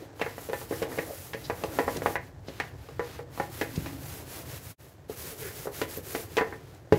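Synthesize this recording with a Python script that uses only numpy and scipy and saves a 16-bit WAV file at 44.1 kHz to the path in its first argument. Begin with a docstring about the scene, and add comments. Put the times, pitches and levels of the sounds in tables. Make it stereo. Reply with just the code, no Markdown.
"""Steel wool hisses in quick uneven strokes on a wet metal pot at a kitchen sink, close to a two-port microphone.
Friction is filtered noise: dense random slips of the wires, a judder of the pot wall, short scratches.
The counter rumbles under the arm; the pot rocks on it and clanks, each blow exciting damped shell modes.
The pot is put down at the end with a heavy knock, a sum of counter modes; tiled walls add a short tail."""
import sys
import numpy as np
from scipy import signal
from scipy.fft import rfft, irfft
from scipy.io import wavfile

SR = 44100
rng = np.random.default_rng(int(sys.argv[2]) if len(sys.argv) > 2 else 0)


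def wrap_up_sound(samples):
    """Save the sound to the file named by the first command line argument, as 16-bit audio."""
    columns = np.atleast_2d(samples).T
    # keep every value between -1 and 1, then stretch to whole-number steps
    tamed = np.clip(columns, -1, 1)
    steps = np.round(tamed * 32767).astype(np.int16)
    wavfile.write(sys.argv[1], SR, steps)


N = 308170  # samples

# Table levels are relative: source trims, fluctuations and the port response act after them.
# strokes of the pad: (middle [s], length [s], wire hiss level [dB], coarse rasp above the hiss [dB])
STROKES = [(0, 0.14, -60.5, 10), (0.277, .21, -53, 8), (0.437, 0.15, -48, 1.5), (0.593, .15, -46, 0.5),
           (0.772, .17, -45.5, 3.5), (0.972, 0.18, -47, 2.5), (1.172, 0.34, -46.5, -0.5),
           (1.452, 0.19, -51.5, 4), (1.616, 0.18, -49.5, 4.5), (1.78, 0.16, -45.5, 3.5),
           (1.93, .14, -45.5, 5.5), (2.085, 0.15, -45, 2.5), (2.243, .11, -63, 10),
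           (2.588, 0.26, -59, 12.5), (2.882, .27, -63, 10.5), (3.104, 0.22, -56, 12.5),
           (3.403, .16, -51, 7), (3.587, .16, -45, 3.5), (3.825, .35, -49, 5.5), (4.12, .25, -45.5, 2),
           (4.353, 0.17, -45, 2.5), (4.528, 0.15, -45.5, 4), (4.675, 0.12, -47, 1), (4.81, 0.25, -59, 4),
           (5.121, 0.059, -49.5, 4), (5.253, .19, -42, 0.5), (5.441, 0.16, -42.5, -0.5),
           (5.603, 0.16, -44.5, 1.5), (5.79, 0.13, -43, 2.5), (5.938, .13, -43.5, 0.5),
           (6.146, 0.21, -41.5, 0.5), (6.352, 0.15, -51.5, 5), (6.48, 0.22, -59.5, 10.5),
           (6.683, 0.25, -66, 11), (6.98, 0.11, -51.5, 10)]
# wires scratching in the pot: (frequency [Hz], density [dB per Hz])
WIRE_SPECTRUM = [(600, -3), (1500, -1), (2200, -2), (3500, -4), (5500, -3.5), (7000, -2.5), (8800, -4.5),
                 (10000, -2), (11500, 0.5), (13500, -1), (15500, -2)]
# the hollow stirred by scouring inside the pot: (time [s], level relative to the hiss [dB])
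HOLLOW_LEVEL = [(0, -29), (4.7, -17), (5.1, -14.5), (5.45, -1), (5.75, -13), (6.3, -3.5), (6.9, 10)]
# resonance of that hollow: (frequency [Hz], density [dB per Hz])
HOLLOW_SPECTRUM = [(100, -55), (290, -32), (370, 7.5), (440, 6), (560, -3.5), (720, -25), (2000, -40)]
# pad bearing on the pot: (time [s], rubbing level of the wall [dB])
PAD_PRESSURE = [(0.0, -48.5), (0.54, -51), (0.93, -41), (1.15, -48), (1.4, -51.5), (1.73, -40),
                (2.02, -39.5), (2.24, -53.5), (3.35, -52), (3.68, -47.5), (4.49, -48), (4.75, -55.5),
                (5.12, -55.5), (5.27, -52), (6.01, -50), (6.99, -55.5)]
# rubbed pot wall: (frequency [Hz], density [dB per Hz])
WALL_SPECTRUM = [(130, -29), (280, 5), (430, 0.5), (620, -0.5), (850, -3), (1200, -10), (1800, -9),
                 (2600, -21), (4000, -21.5), (8000, -24.5), (16000, -70)]
# arm leaning on the counter: (time [s], rumble level [dB])
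ARM_LEAN = [(0, -51.5), (.85, -45), (1.25, -49), (1.95, -40.5), (2.3, -46.5), (2.8, -47.5), (3.7, -44),
            (4.6, -45.5), (4.9, -55.5), (5.2, -47), (6.3, -49), (6.9, -52)]
# pushed counter: (frequency [Hz], density [dB per Hz])
RUMBLE_SPECTRUM = [(20, -44), (35, -19), (58, -6), (100, 1), (145, -4), (195, -17), (300, -26), (600, -47),
                   (2000, -88)]
# bursts of friction, from scratching wires to the dragging foot of the pot; the row at 0.218 s is the bright
# edge of the clank at 0.215 s, and the row at 1.97 s is the low click of a blow: (middle [s], length [s],
# centre [Hz], bandwidth [Hz], level [dB])
SCRATCHES = [(.02, .05, 415, 224, -45), (.218, .02, 2690, 940, -34.5), (1.104, 0.099, 550, 202, -43.5),
             (1.454, .054, 4360, 2200, -46.5), (1.97, 0.046, 323, 300, -37),
             (1.971, 0.016, 4440, 4500, -39), (2.486, 0.049, 4300, 2500, -52),
             (3.762, .02, 4000, 4040, -42), (3.85, .6, 288, 70, -50), (5.466, 0.18, 1840, 900, -49),
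             (5.974, 0.018, 13100, 1990, -40), (6.749, .01, 6000, 7000, -57)]
# clanks of the pot: (time [s], level [dB], hollow body [dB], wall clang [dB], rim click [dB],
# note that the grip leaves free [Hz], level of that note [dB])
CLANKS = [(0.1956, -35.5, -15, -3, 0, 495, 4), (0.215, -22.5, -1, 4.5, 3, 472, -9),
          (0.2632, -30, -11, -2, -16, 468, 4), (0.381, -37.5, -1, -5, 0, 810, -14),
          (0.4885, -34.5, 15, -2, 9, 477, -18), (0.4971, -31.5, 0.5, -2, 2, 486, 3),
          (0.5322, -25.5, -2, 0, 1.5, 1770, -4), (0.6147, -39, -6, -9, 1, 463, -3),
          (0.7106, -28.5, 7.5, -7, -3, 480, -15), (0.7254, -29.5, 2, 2.5, -16, 475, 3),
          (0.819, -28, 13.5, -1, 5, 480, -23), (0.8254, -27.5, -3, -4, 5, 454, 1),
          (0.9183, -36, 2, 4, -11, 450, -12), (0.9769, -34, 8, -5, 3, 470, -18),
          (0.9861, -24, 3.5, 6, 3.5, 1780, -16), (1.334, -30, -8, 7.5, 9, 473, -20),
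          (1.3471, -34.5, 11, -4, 11, 458, 1), (1.4987, -25, -3.5, -3, -4, 480, -7),
          (1.6375, -27, 0, -10, 2.5, 469, -14), (1.788, -19, -4, -2.5, -6, 829, -24),
          (1.7979, -30, 16, -11, 3, 478, 9), (1.8792, -23.5, -6, -5, -14, 813, -18),
          (2.0203, -30.5, 7, -1, 4, 472, -12), (2.06, -20, -2.5, -2.5, -6.5, 448, -5),
          (2.1559, -24, -6, 5, -1.5, 1990, -12), (2.484, -36.5, 9.5, 4, 10, 382, -3),
          (2.6004, -24, -6.5, 4.5, 6, 1925, -12), (2.8875, -42, 2.5, -8, 2, 474, -14),
          (2.995, -25, -6, -2.5, -6, 488, -1), (3.1911, -35, -6, -7.5, -9, 485, 5),
          (3.3765, -36.5, -7, -13, -3, 490, -14), (3.3993, -23.5, -3.5, -2, -6, 827, -12),
          (3.6129, -22.5, 2.5, 3.5, 5.5, 1695, -13), (3.8604, -34.5, -4.5, 1, 7.5, 290, 0),
          (5.0968, -33, 8.5, -20, 6.5, 429, 1), (5.6566, -36, 11, -1, -11, 478, -15),
          (5.6711, -30.5, -2, -9, -9, 418, 6), (5.8158, -24.5, -0.5, -0.5, 8, 458, -10),
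          (5.9734, -37, 27, 10, 2, 424, 3), (6.1497, -27.5, 3.5, 1, 5.5, 446, -3),
          (6.369, -25, 5, 4, 17.5, 473, -16), (6.3762, -21.5, 2, -2, -18, 470, 3.5),
          (6.3834, -21, -29, -1, -2.5, 1830, -3), (6.4105, -22.5, -6, -2.5, -13, 451, 2.5),
          (6.4708, -39.5, -3, -11, -6, 432, -9), (6.5254, -35, -6, 2.5, -17, 449, 0),
          (6.9241, -21, -4.5, -2.5, 0.5, 456, 0)]
# shell struck by a blow: (frequency [Hz], response [dB])
SHELL_RESPONSE = [(50, -38.5), (150, -10), (300, -3.5), (490, 1), (620, -2.5), (900, -7), (1250, -9.5),
                  (1950, -5.5), (2300, -10.5), (3500, -22), (6000, -29), (10000, -40), (16000, -41)]
# modes of the damped pot, before each blow scatters pitch and level: (frequency [Hz], level [dB], t60 [s])
POT_MODES = [(301, -12, .2), (441, -5, .13), (482, -2, .14), (527, -7, .12), (669, -8, .14), (824, -1, .17),
             (984, -3, .15), (1157, -16, .14), (1460, -14, .12), (1685, -4, .17), (1813, -2, .17),
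             (1955, -4, .16), (2465, -15, .18), (3935, -24, .2)]
# dying of the free note: (frequency [Hz], t60 [s])
NOTE_DECAY = [(450, 0.13), (830, 0.37), (1900, 0.15)]
# blows on the counter: (time [s], level [dB], contact hardness as a cut-off [Hz],
# t60 of the extra damping by the hand [s], left minus right [dB])
THUMPS = [(3.7765, -26, 223, 0.047, 0), (6.923, -15.5, 795, 4, 1)]
# modes of the counter with the pot on it, before that damping: (frequency [Hz], level [dB], t60 [s])
COUNTER_MODES = [(103, -12, .3), (150, -14, .18), (200, -13, .12), (325, -15, .13), (415, 0, .075),
                 (520, -9, .06)]
# reverberation of the kitchen: (frequency [Hz], t60 [s])
KITCHEN_DECAY = [(100, 0.79), (500, 0.32), (2000, 0.26), (6000, 0.15), (15000, 0.079)]
# coherence of the two ports: (frequency [Hz], likeness [ratio, clipped to 0-1])
PORT_LIKENESS = [(100, 0.76), (400, 1.36), (900, 0.3), (1800, 0), (3500, 0.15), (8000, -0.5)]
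# level difference of the ports: (frequency [Hz], left minus right [dB])
PORT_BALANCE = [(50, 11.5), (130, 2), (380, 6), (900, 4.5), (1800, 2.5), (4000, 2), (8000, 0.5),
                (12000, -1.5)]
# brief dip of the whole sound: (time [s], gain [dB])
LEVEL_DIP = [(4.715, 0.5), (4.745, -16), (4.76, -48), (4.772, -45), (4.785, -14), (4.803, 1)]

REST_DB, REST_RASP_DB = -74.5, 10  # pad shifting in the hand between strokes; its rasp above that [dB]
TURN_DB, STROKE_SHAPE = -9, 3.2  # drop of the hiss where the hand turns [dB]; a higher power is flatter
BELLY_TOP_HZ, BELLY_SAG_PER_S = 600, 0.55  # notes below this sink by this share of their pitch per s
PORT_DELAY = 8  # lag of the right port [samples]
EDGE_HZ = 15750  # upper band limit [Hz]


def amp(db):
    """Logarithmic level: converts decibels to an amplitude ratio."""
    return 10 ** (np.asarray(db) / 20)


def unit(x):
    """Normalisation: scales a signal to an rms of one."""
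    return x / np.sqrt(np.mean(x ** 2) + 1e-20)


def read(points, hz):
    """Logarithmic pitch: interpolates a table along log frequency."""
    f, value = np.transpose(points)
    return np.interp(np.log(hz + 1), np.log(f + 1), value)


def curve(rows):
    """Envelope: interpolates levels in dB into a gain at every sample."""
    time, db = np.transpose(rows)
    return amp(np.interp(np.arange(N) / SR, time, db))


def add(mix, s, sound):
    """Superposition: adds a stereo sound to the mix at time s."""
    part = mix[:, round(s * SR):][:, :sound.shape[1]]
    part += sound[:, :part.shape[1]]


def wander(hz):
    """Low-passed chance: a random fluctuation of unit rms, up to about hz."""
    f = np.fft.rfftfreq(N, 1 / SR)
    noise = rfft(rng.standard_normal(N))
    return unit(irfft(noise / (1 + (f / hz) ** 4), N))


def ports(pair):
    """Partial coherence: mixes two unrelated signals so that the ports agree in the bass, the right later."""
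    size = pair.shape[1]
    hz = np.fft.rfftfreq(size, 1 / SR)
    first, second = rfft(pair)
    like = np.clip(read(PORT_LIKENESS, hz), 0, 1)
    lag = np.exp(-2j * np.pi * hz * PORT_DELAY / SR)
    right = like * first * lag + np.sqrt(1 - like ** 2) * second
    return irfft(np.array([first, right]), size)


def both_ports(left):
    """Propagation delay: the right port hears the same wave a little later."""
    return np.array([left, np.pad(left, (PORT_DELAY, 0))[:len(left)]])


def colour(x, spectrum):
    """Spectral shaping: filters a full-length signal without phase shift, to unit rms."""
    gain = amp(read(spectrum, np.fft.rfftfreq(N, 1 / SR)))
    return unit(irfft(rfft(x) * gain, N))


def causal(x, gain_db, size=2048):
    """Minimum phase: filters by gain_db(hz) with no response ahead of its cause."""
    log_gain = np.log(amp(gain_db(abs(np.fft.fftfreq(size, 1 / SR)))))
    # the phase follows from the log gain by a Hilbert transform
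    taps = np.fft.ifft(np.exp(np.conj(signal.hilbert(log_gain)))).real
    return signal.fftconvolve(x, taps[None], axes=1)[:, :x.shape[1]]


def butter(order, hz, kind):
    """Maximally flat passband: designs a Butterworth filter."""
    return signal.butter(order, hz, kind, fs=SR, output="sos")


def slips(per_s, spread_db):
    """Stick-slip friction: tiny catches and releases make clicks of uneven size at random instants."""
    size = amp(spread_db * np.minimum(rng.exponential(1, (2, N)), 4))
    happens = rng.random((2, N)) < per_s / SR
    return ports(size * rng.standard_normal((2, N)) * happens)


def strokes():
    """Reciprocating motion: one arch of power per stroke; returns gains of fine hiss and coarse rasp."""
    t = np.arange(N) / SR
    fine = np.full(N, amp(REST_DB) ** 2)
    coarse = np.full(N, amp(REST_DB + REST_RASP_DB) ** 2)
    for middle, length, db, rasp_db in STROKES:
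        near = abs(t - middle) < 2 * length
        from_middle = abs(2 * (t[near] - middle) / length)  # 1 where the hand turns
        power = amp(db + TURN_DB * from_middle ** STROKE_SHAPE) ** 2
        fine[near] += power
        coarse[near] += power * amp(rasp_db) ** 2
    return np.sqrt(fine), np.sqrt(coarse)


def scouring():
    """Friction noise: dense slips hiss, sparse ones tick, and the stirred hollow resonates with the strokes."""
    hiss = colour(slips(per_s=16000, spread_db=-2.0), WIRE_SPECTRUM) * amp(3.5 + 0.77 * wander(hz=59))
    rasp = signal.sosfiltfilt(butter(2, 5000, "low"), hiss)
    ticks = colour(slips(per_s=110, spread_db=-1.0), WIRE_SPECTRUM) * amp(-10.5)
    hollow = colour(slips(per_s=1300, spread_db=0.5), HOLLOW_SPECTRUM)
    hollow = hollow * curve(HOLLOW_LEVEL) * amp(1.4 * wander(hz=25))
    fine, coarse = strokes()
    return fine * (hiss - rasp + ticks + hollow) + coarse * rasp


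def shell_peaks(hz, peak_db, width_hz):
    """Resonance: the response of the pot rises near its modes; returns dB at each frequency."""
    centres = np.array(POT_MODES)[:, :1]
    return peak_db * np.exp(-((hz - centres) / width_hz) ** 2).max(0)


def rubbing():
    """Forced vibration: the pad judders over the pot wall and the push of the arm rumbles in the counter."""
    judder = causal(slips(per_s=2500, spread_db=0.0), lambda hz: shell_peaks(hz, peak_db=0.5, width_hz=22))
    wall = colour(judder, WALL_SPECTRUM) * amp(-1.5 + 1.43 * wander(hz=29))
    push = ports(rng.standard_normal((2, N)))
    counter = colour(push, RUMBLE_SPECTRUM) * amp(-0.5 + 1.76 * wander(hz=14))
    return wall * curve(PAD_PRESSURE) + counter * curve(ARM_LEAN)


def scratches():
    """Band-limited friction: short swells of noise around one frequency."""
    out = np.zeros((2, N))
    for middle, length, hz, width_hz, db in SCRATCHES:
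        size = round(length * SR)
        edges = np.clip([hz - width_hz / 2, hz + width_hz / 2], 60, 20000)
        noise = ports(rng.standard_normal((2, SR)))
        grit = signal.sosfilt(butter(2, edges, "band"), noise)[:, :size]
        swell = unit(grit * np.hanning(size))
        add(out, max(middle - length / 2, 0), amp(db) * swell)
    return out


def ring(modes, t):
    """Modal superposition: sums exponentially dying sine waves."""
    hz, db, t60 = np.transpose(modes)[:, :, None]
    left = (amp(db - 60 * t / t60) * np.sin(2 * np.pi * hz * t)).sum(0)
    return both_ports(left)


def attack_level(x, size=700):
    """Attack loudness: the rms of the first samples of a blow."""
    return np.sqrt(np.mean(x[:, :size] ** 2))


def free_note(hz, db, t):
    """Undamped mode: one note that the hand leaves free; notes of the belly sink a little as they die."""
    pitch = hz * (1 - BELLY_SAG_PER_S * t * (hz < BELLY_TOP_HZ))
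    phase = 2 * np.pi * np.cumsum(pitch) / SR
    return both_ports(amp(db - 60 * t / read(NOTE_DECAY, hz)) * np.sin(phase))


def pot_ring(t):
    """Point of excitation: each blow lands elsewhere, and the gripping hand shifts the modes a little."""
    shift, size = rng.standard_normal((2, len(POT_MODES)))
    hz, db, t60 = np.transpose(POT_MODES)
    return ring(np.transpose([hz * (1 + .007 * shift), db + 4 * size, t60]), t)


def clank(body_db, clang_db, click_db, note_hz, note_db, crash_t60=0.079, crash_db=-21,
          chatter_t60=0.018, chatter_db=-18, modes_db=-10):
    """Impact: a blunt push, gritty chatter and a crash of crowded shell modes; a few modes ring on."""
    t = np.arange(SR // 2) / SR
    push = np.zeros((2, len(t)))
    push[[0, 1], [0, PORT_DELAY]] = 1
    chatter = ports(rng.standard_normal(push.shape)) * amp(chatter_db - 60 * t / chatter_t60)
    crash = ports(rng.standard_normal(push.shape)) * amp(crash_db - 60 * t / crash_t60)
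    blunt_push = signal.sosfilt(butter(2, 2300, "low"), push)
    sharp_chatter = signal.sosfilt(butter(2, 2300, "high"), chatter)
    strike = blunt_push + sharp_chatter + crash
    shell = causal(strike, lambda hz: read(SHELL_RESPONSE, hz) + shell_peaks(hz, peak_db=2.5, width_hz=43))
    modes = pot_ring(t)
    sound = shell / attack_level(shell) + amp(modes_db) * modes / attack_level(modes)
    # balance of body, clang and click: (frequency [Hz], gain [dB])
    contact = [(550, body_db), (780, 0), (1300, 0), (1650, clang_db), (2100, clang_db), (2850, click_db)]
    sound = causal(sound, lambda hz: read(contact, hz))
    sound = sound / attack_level(sound) + free_note(note_hz, note_db, t)
    return sound / attack_level(sound)


def clanks():
    """Repeated impact: the pot rocks against the counter as it is scoured and turned."""
    out = np.zeros((2, N))
    for s, db, *tone in CLANKS:
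        add(out, s, amp(db) * clank(*tone))
    return amp(-0.98) * out


def thumps():
    """Contact stiffness: the pot's weight lands on the counter; a soft contact reaches only low modes."""
    out = np.zeros((2, N))
    t = np.arange(SR // 2) / SR
    for s, db, hardness_hz, damping_t60, pan_db in THUMPS:
        damped = ring(COUNTER_MODES, t) * amp(-60 * t / damping_t60)
        sound = signal.sosfilt(butter(2, [85, hardness_hz], "band"), damped)
        sides_db = db + np.array([[pan_db], [-pan_db]]) / 2
        add(out, s, amp(sides_db) * sound / attack_level(sound))
    return out


def kitchen(x, gap_s=.006):
    """Reverberation: tiled walls return a short diffuse tail that dies faster in the treble."""
    hz, t, z = signal.stft(ports(rng.standard_normal((2, SR // 2))), SR, nperseg=256)
    decay = amp(-60 * t / read(KITCHEN_DECAY, hz)[:, None])
    tail = signal.istft(z * decay, SR, nperseg=256)[1]
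    tail = np.pad(tail / np.linalg.norm(tail[0]), ((0, 0), (round(gap_s * SR), 0)))
    return signal.fftconvolve(x, tail, axes=1)[:, :N]


def scene():
    """Direct and reflected sound: friction and blows, with their kitchen tail; the rubbing stays dry."""
    friction = scouring() + scratches()
    rub = rubbing()
    blows = clanks() + thumps()
    return friction + rub + blows + kitchen(amp(-11) * blows + amp(-11.5) * friction)


def record(dry):
    """Port response: unequal port levels, a cut of the deepest bass, a brief level dip and an upper band limit."""
    tilt_db = read(PORT_BALANCE, np.fft.rfftfreq(N, 1 / SR))
    sides = amp(np.array([tilt_db, -tilt_db]) / 2)
    sides = sides / np.sqrt((sides ** 2).mean(0))  # keeps the mean power of the two gains at one
    heard = irfft(rfft(dry, axis=1) * sides, N)
    heard = signal.sosfilt(butter(2, 36, "high"), heard) * curve(LEVEL_DIP)
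    edge = signal.firwin(511, EDGE_HZ, window=("kaiser", 9), fs=SR)
    return signal.oaconvolve(heard, edge[None], "same", axes=1)


dry = scene()
out = record(dry)
wrap_up_sound(out)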